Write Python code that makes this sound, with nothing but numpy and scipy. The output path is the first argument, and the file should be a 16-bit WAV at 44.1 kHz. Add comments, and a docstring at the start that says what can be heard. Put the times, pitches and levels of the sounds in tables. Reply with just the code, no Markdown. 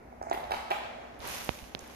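"""A hard, echoing room with a tiled floor. A hollow plastic toy bus is pushed off to the right:
its wheels rumble, its shell knocks over the joints, loose parts tick, and it scrapes as it skids.
Then cloth rustles close to the microphone and two handling bumps hit the right port.
Underneath: air noise, low mains hum and the deep rumble of a hand on the housing."""
import sys
import numpy as np
from scipy import signal
from scipy.fft import rfft, irfft
from scipy.io import wavfile

SR = 44100
rng = np.random.default_rng(int(sys.argv[2]) if len(sys.argv) > 2 else 0)


def store_pcm(level_fs):
    """Save levels as 16-bit WAV."""
    pcm = np.round(np.clip(level_fs, -1, 1) * 32767).astype(np.int16)
    wavfile.write(sys.argv[1], SR, np.atleast_2d(pcm).T)


N = 85995
TIME_S = np.arange(N) / SR
BIN_OCT = np.log2(np.maximum(np.fft.rfftfreq(N, 1 / SR), 1))
TOP_HZ = 14800


def undb(db):
    """Decibels to gain."""
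    return 10 ** (np.asarray(db) / 20)


def unit(x):
    """Scale to rms 1."""
    return x / np.sqrt(np.mean(x ** 2))


def fade(t60_s):
    """Exponential decay."""
    return np.exp(-np.minimum(np.log(1000) * TIME_S / t60_s, 60))


def curve(rows, column=1):
    """Table column, linearly interpolated over time."""
    rows = np.array(rows)
    return np.interp(TIME_S, rows[:, 0], rows[:, column])


def colour(x, points):
    """Minimum-phase filter through (freq_hz, gain_db) points."""
    hz, db = np.array(points).T
    cepstrum = irfft(np.log(undb(np.interp(BIN_OCT, np.log2(hz), db))), N)
    cepstrum[1:N // 2] *= 2
    cepstrum[N // 2:] = 0
    return irfft(rfft(x) * np.exp(rfft(cepstrum)), N)


def band(x, centre_hz, half_width_oct):
    """Bell-shaped band of x at rms 1."""
    return unit(irfft(rfft(x) / (1 + ((BIN_OCT - np.log2(centre_hz)) / half_width_oct) ** 2), N))


def delay(x, lag_s):
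    """Shift later, same length."""
    samples = int(np.clip(lag_s * SR, 0, N - 1))
    return np.concatenate([np.zeros(samples), x[:N - samples]])


def pan(left_minus_right_db):
    """Stereo gain pair."""
    return undb(np.array([[1], [-1]]) * left_minus_right_db / 2)


def ring(pitch_hz, t60_s):
    """One struck mode."""
    return np.sin(2 * np.pi * pitch_hz * TIME_S) * fade(t60_s)


def grains(rate_per_s, scatter_db):
    """Random tiny impacts, a few much stronger than the rest."""
    impulses = (rng.random(N) < rate_per_s / SR) * rng.choice([-1, 1], N)
    return impulses * undb(scatter_db * np.minimum(rng.exponential(size=N), 6))


def clicks(rows, t60_s, half_width_oct):
    """Short noise bursts, each in its own band."""
    out = 0
    for start_s, level_db, centre_hz in rows:
        burst = band(rng.standard_normal(N), centre_hz, half_width_oct)
        out += delay(burst * fade(t60_s) * undb(level_db) / 2, start_s)
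    return out


def room_tone():
    """Steady air noise, alike at both ports in the bass, and mains hum."""
    air_colour = [(12, -53), (28, -17), (42, -10), (60, -7), (90, -5), (160, -5.5), (260, -2.5),
                  (400, -5.5), (700, -5), (1100, -14), (2200, -18.5), (3200, -34), (6000, -37.5),
                  (9000, -46.5), (15000, -49)]  # freq_hz, gain_db
    hum_lines = [(60, -63), (120, -71.5), (240, -61)]  # pitch_hz, level_db
    air_db, wide_above_hz = -53, 650
    mid, side = rng.standard_normal((2, N))
    side = irfft(rfft(side) * np.minimum(np.sqrt(2 ** BIN_OCT / wide_above_hz), 1), N)
    air = unit(colour(np.array([mid + side, mid - side]), air_colour)) * undb(air_db)
    hum = sum(undb(level_db) * np.sqrt(2) * np.sin(2 * np.pi * (pitch_hz * TIME_S + rng.random()))
              for pitch_hz, level_db in hum_lines)
    return air * pan(1) + hum * pan(0.5)


def grip():
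    """A hand shifts on the housing: deep rumble, soft thumps."""
    rumble_levels = [(0, -54.5), (.16, -58), (.28, -57), (.35, -56.5), (.6, -52.5), (.68, -70), (.9, -63),
                     (1.15, -65), (1.4, -60), (1.7, -58), (1.95, -69)]  # time_s, level_db
    rumble_colour = [(15, -7), (30, -34), (48, 1.5), (75, 3.5), (110, -7), (200, -10.5), (500, -26.5),
                     (2000, -67)]  # freq_hz, gain_db
    thump_events = [(0.334, -41, 63), (0.563, -54, 67), (1.195, -40, 68), (1.498, -32, 59.5),
                    (1.626, -35, 58.7), (1.822, -40, 58)]  # start_s, level_db, pitch_hz
    rumble = unit(colour(rng.standard_normal(N), rumble_colour)) * undb(curve(rumble_levels))
    thumps = 0
    for start_s, level_db, pitch_hz in thump_events:
        attack = 1 - fade(2 / pitch_hz)
        thumps += delay(undb(level_db) * ring(pitch_hz, t60_s=0.066) * attack, start_s)
    return rumble + thumps * pan(-11)


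def wheels():
    """Wheels roll on tile: a gritty rumble of tiny impacts."""
    roll_levels = [(0, -67.5), (.2, -64), (.29, -46), (.45, -48), (.65, -47.5), (.85, -45), (1.0, -48.5),
                   (1.15, -56), (1.95, -88)]  # time_s, level_db
    roll_colour = [(100, -28), (300, -13.5), (520, 1), (680, 7.5), (830, -4.5), (1100, -9), (2200, -13),
                   (3200, -38.5), (7000, -36), (15000, -65)]  # freq_hz, gain_db
    grit = grains(rate_per_s=1600, scatter_db=2)
    return unit(colour(grit, roll_colour)) * undb(curve(roll_levels))


def knocks():
    """Each knock cracks and rings the shell in its own mix of modes; soft contact dulls both."""
    hits = [(.075, -49, -68, -14, 1280), (.126, -41, -65, -23, 1300), (0.2141, -27, -38, 3, 1610),
            (.2285, -34, -37, 5, 1700), (.2365, -35, -53, 16, 1490), (.2692, -30, -61, -13, 1800),
            (.3128, -14.5, -37, -4, 5000), (.3156, -27, -46, 2.5, 3000), (.3185, -28.5, -35.5, 1, 4000),
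            (.3285, -25, -30, -5, 6000), (.3422, -28, -37, -27, 6000), (.3478, -33, -36.5, -14, 7100),
            (.3752, -26, -41, 0, 5000), (.4015, -39, -41, 2, 6040), (.432, -33, -42, -9, 4000),
            (.440, -28, -38, 0, 7000), (.451, -29.5, -44, -3, 4950), (.5085, -21.5, -36, 1, 12000),
            (.5175, -27, -28, 20, 12300), (.5198, -22.5, -26, 17.5, 6500), (.5385, -21, -27, 2, 5030),
            (.544, -29.5, -32, 15, 9000), (.565, -43, -32, 2, 8000), (.592, -33, -35.5, 2, 8000),
            (.7045, -26, -26, 6, 12500), (.7078, -20.5, -28, 7, 4970), (.7105, -14.5, -24.5, 4, 3960),
            (.7155, -17, -20.5, 16.5, 7200), (.733, -26, -47, -3, 5000), (.757, -50, -38.5, -7, 5000),
            (.785, -24, -39, 4, 5000), (.817, -27, -37, 0, 4000), (.836, -30.5, -32.5, 4, 4000)]  # start_s, ring_db, crack_db, tilt_db_per_oct, cutoff_hz
    shell_modes = [(396, -14.5, 0.032), (570, -36, .03), (692, 1.5, 0.043), (772, 8, 0.034),
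                   (846, 4, 0.038), (930, -16, .02), (1276, -13, 0.056), (1420, -25, 0.014),
                   (1940, -30, 0.02), (2290, -23.5, 0.024)]  # pitch_hz, level_db, t60_s
    crack_colour = [(300, -5), (900, -3.5), (1500, -0.5), (2500, -2.5), (3300, -4), (4500, -11),
                    (6500, -18.5), (9000, -21.5), (12000, -16.5), (15000, -16)]  # freq_hz, gain_db
    scatter_db, pivot_hz, radiates_above_hz = 2, 733, 326
    modes = np.array([undb(db) * ring(hz, t60_s) for hz, db, t60_s in shell_modes])
    modes /= np.abs(modes.sum(0)).max()
    mode_oct = np.log2(np.array(shell_modes)[:, 0] / pivot_hz)
    crack_noise = 2 * colour(rng.standard_normal(N), crack_colour)
    out = 0
    for start_s, ring_db, crack_db, tilt_db_per_oct, cutoff_hz in hits:
        mix = undb(ring_db + tilt_db_per_oct * mode_oct + scatter_db * rng.standard_normal(len(modes)))
        crack = undb(crack_db) * crack_noise * delay(fade(t60_s=0.018), start_s)
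        contact = signal.butter(4, min(cutoff_hz, TOP_HZ), fs=SR, output="sos")
        out += signal.sosfilt(contact, delay(mix @ modes, start_s) + crack)
    # a small shell radiates little bass
    radiation = signal.butter(4, radiates_above_hz, "high", fs=SR, output="sos")
    return signal.sosfilt(radiation, out)


def loose_parts():
    """Loose plastic parts tick sharply."""
    ticks = [(.2245, -48, 6200), (.2272, -39.5, 5810), (.2985, -33, 5900), (.3345, -34.5, 11000),
             (.5075, -41, 11300), (.515, -50, 10100), (.7042, -46, 9300)]  # start_s, level_db, centre_hz
    return clicks(ticks, t60_s=0.0061, half_width_oct=0.28)


def scrapes():
    """The toy skids after big knocks: dense, dying runs of tiny catches, each around one pitch."""
    skids = [(.322, -45.5, 1930, .25), (.512, -37, 1560, .16), (.720, -39.5, 1330, 0.21)]  # start_s, level_db, centre_hz, t60_s
    catches = grains(rate_per_s=3000, scatter_db=2)
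    return sum(band(catches, centre_hz, half_width_oct=0.15) * undb(level_db) * delay(fade(t60_s), start_s)
               for start_s, level_db, centre_hz, t60_s in skids)


def room_echo(x):
    """Diffuse echo off tile and walls, different at each port."""
    echo_bands = [(120, 1.2, -3), (354, 0.83, -9), (770, 0.9, -3.5), (1320, 1.06, 0.5), (2700, 1.01, -0.5),
                  (4760, 1.11, 2), (8900, 0.68, 5.5), (13900, 0.4, 6)]  # centre_hz, t60_s, gain_db
    build_s = 0.0029
    centres_oct = np.log2(np.array(echo_bands)[:, 0])
    spectrum = rfft(rng.standard_normal((2, N)))
    tail = 0
    for share, (_, t60_s, gain_db) in zip(np.eye(len(echo_bands)), echo_bands):
        noise = irfft(spectrum * np.interp(BIN_OCT, centres_oct, share), N)
        envelope = fade(t60_s) * (1 - np.exp(-TIME_S / build_s))
        tail += noise * envelope * undb(gain_db) / np.linalg.norm(envelope)
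    return signal.fftconvolve(tail, x[None], axes=1)[:, :N]


def toy_bus():
    """The toy reaches the right port first; its direct sound falls with distance, leaving the echo."""
    start_m, stop_m, unity_gain_m, speed_m_s = 0.45, 1.2, 0.94, 1.0
    left_lag_s = 0.00046
    source = wheels() + knocks() + scrapes() + loose_parts()
    distance_m = np.minimum(start_m + speed_m_s * TIME_S, stop_m)
    direct = source * unity_gain_m / distance_m
    return np.array([delay(direct, left_lag_s), direct]) * pan(-4) + room_echo(source) * pan(-0.5)


def cloth():
    """Fibres catch and slip, brighter as the rub speeds up, with a few snaps."""
    stroke = [(0, -82, 5.5), (1.19, -58, -4), (1.215, -46.5, -1), (1.245, -40, -2), (1.30, -38, 1),
              (1.36, -38.5, 1), (1.44, -42, 1), (1.53, -47, 1), (1.63, -51, 1), (1.72, -55, -0.3),
              (1.785, -54, -3), (1.81, -51, 0), (1.89, -51, -1), (1.95, -51, 0)]  # time_s, level_db, tilt_db_per_oct
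    fibre_colour = [(80, -6.5), (300, -1), (800, 3), (1300, -2), (2600, -3), (4500, -9), (6500, -8),
                    (7800, -17.5), (10500, -12.5), (13800, -14), (15500, -41)]  # freq_hz, gain_db
    snap_events = [(1.1925, -44, 11100), (1.204, -33, 3940), (1.2425, -33, 2970), (1.2745, -24.5, 12300),
                   (1.2875, -30, 9100), (1.347, -29.5, 10200), (1.447, -28.5, 12000), (1.467, -35, 12000),
                   (1.59, -36.5, 2500), (1.641, -38.5, 2900), (1.792, -30, 6360), (1.8083, -42.5, 11000),
                   (1.877, -41, 10000)]  # start_s, level_db, centre_hz
    catches = np.array([grains(rate_per_s=9000, scatter_db=3) for _ in range(2)])
    spectrum = rfft(unit(colour(catches, fibre_colour)))
    tilt_db_per_oct = curve(stroke, column=2)
    centres_oct = np.log2([375, 750, 1500, 3000, 6000, 12000])
    rub = 0
    for centre_oct, share in zip(centres_oct, np.eye(len(centres_oct))):
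        fibres = irfft(spectrum * np.interp(BIN_OCT, centres_oct, share), N)
        rub += fibres * undb(tilt_db_per_oct * (centre_oct - centres_oct.mean()))
    snaps = np.array([clicks(snap_events, t60_s=0.0062, half_width_oct=0.38) for _ in range(2)])
    return rub * undb(curve(stroke)) * pan(-1.5) + snaps * pan(-7)


def bumps():
    """Dry taps through the housing at the right port: quick push, low thud, click."""
    # start_s, push_db, push_hz, thud_db, thud_hz, click_db, click_hz, click_t60_s
    taps = [(1.492, -3.5, 640, -24.5, 113, -3.5, 2280, 0.0011),
            (1.7497, -17, 427, -29.5, 150, -7, 3680, 0.0012)]
    housing_colour = [(20, -14), (70, 2.5), (400, 0), (750, 4), (1900, -2), (2500, 0.5), (4500, -1.5),
                      (6000, -7), (8000, -21), (15000, -2)]  # freq_hz, gain_db
    push_cycles, thud_cycles, left_db = 1.32, 4.1, -30
    right = 0
    for start_s, push_db, push_hz, thud_db, thud_hz, click_db, click_hz, click_t60_s in taps:
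        push = undb(push_db) * ring(push_hz, push_cycles / push_hz)
        thud = undb(thud_db) * ring(thud_hz, thud_cycles / thud_hz)
        click = undb(click_db) * ring(click_hz, click_t60_s)
        right += delay(push - thud + click, start_s)
    return colour(np.array([undb(left_db) * right, right]), housing_colour)


def scene():
    """All sources at the two ports."""
    return toy_bus() + cloth() + bumps() + grip() + room_tone()


def record(dry):
    """Steep low-pass at TOP_HZ."""
    return signal.sosfilt(signal.ellip(10, .2, 70, TOP_HZ, fs=SR, output="sos"), dry)


dry = scene()
out = record(dry)
store_pcm(out)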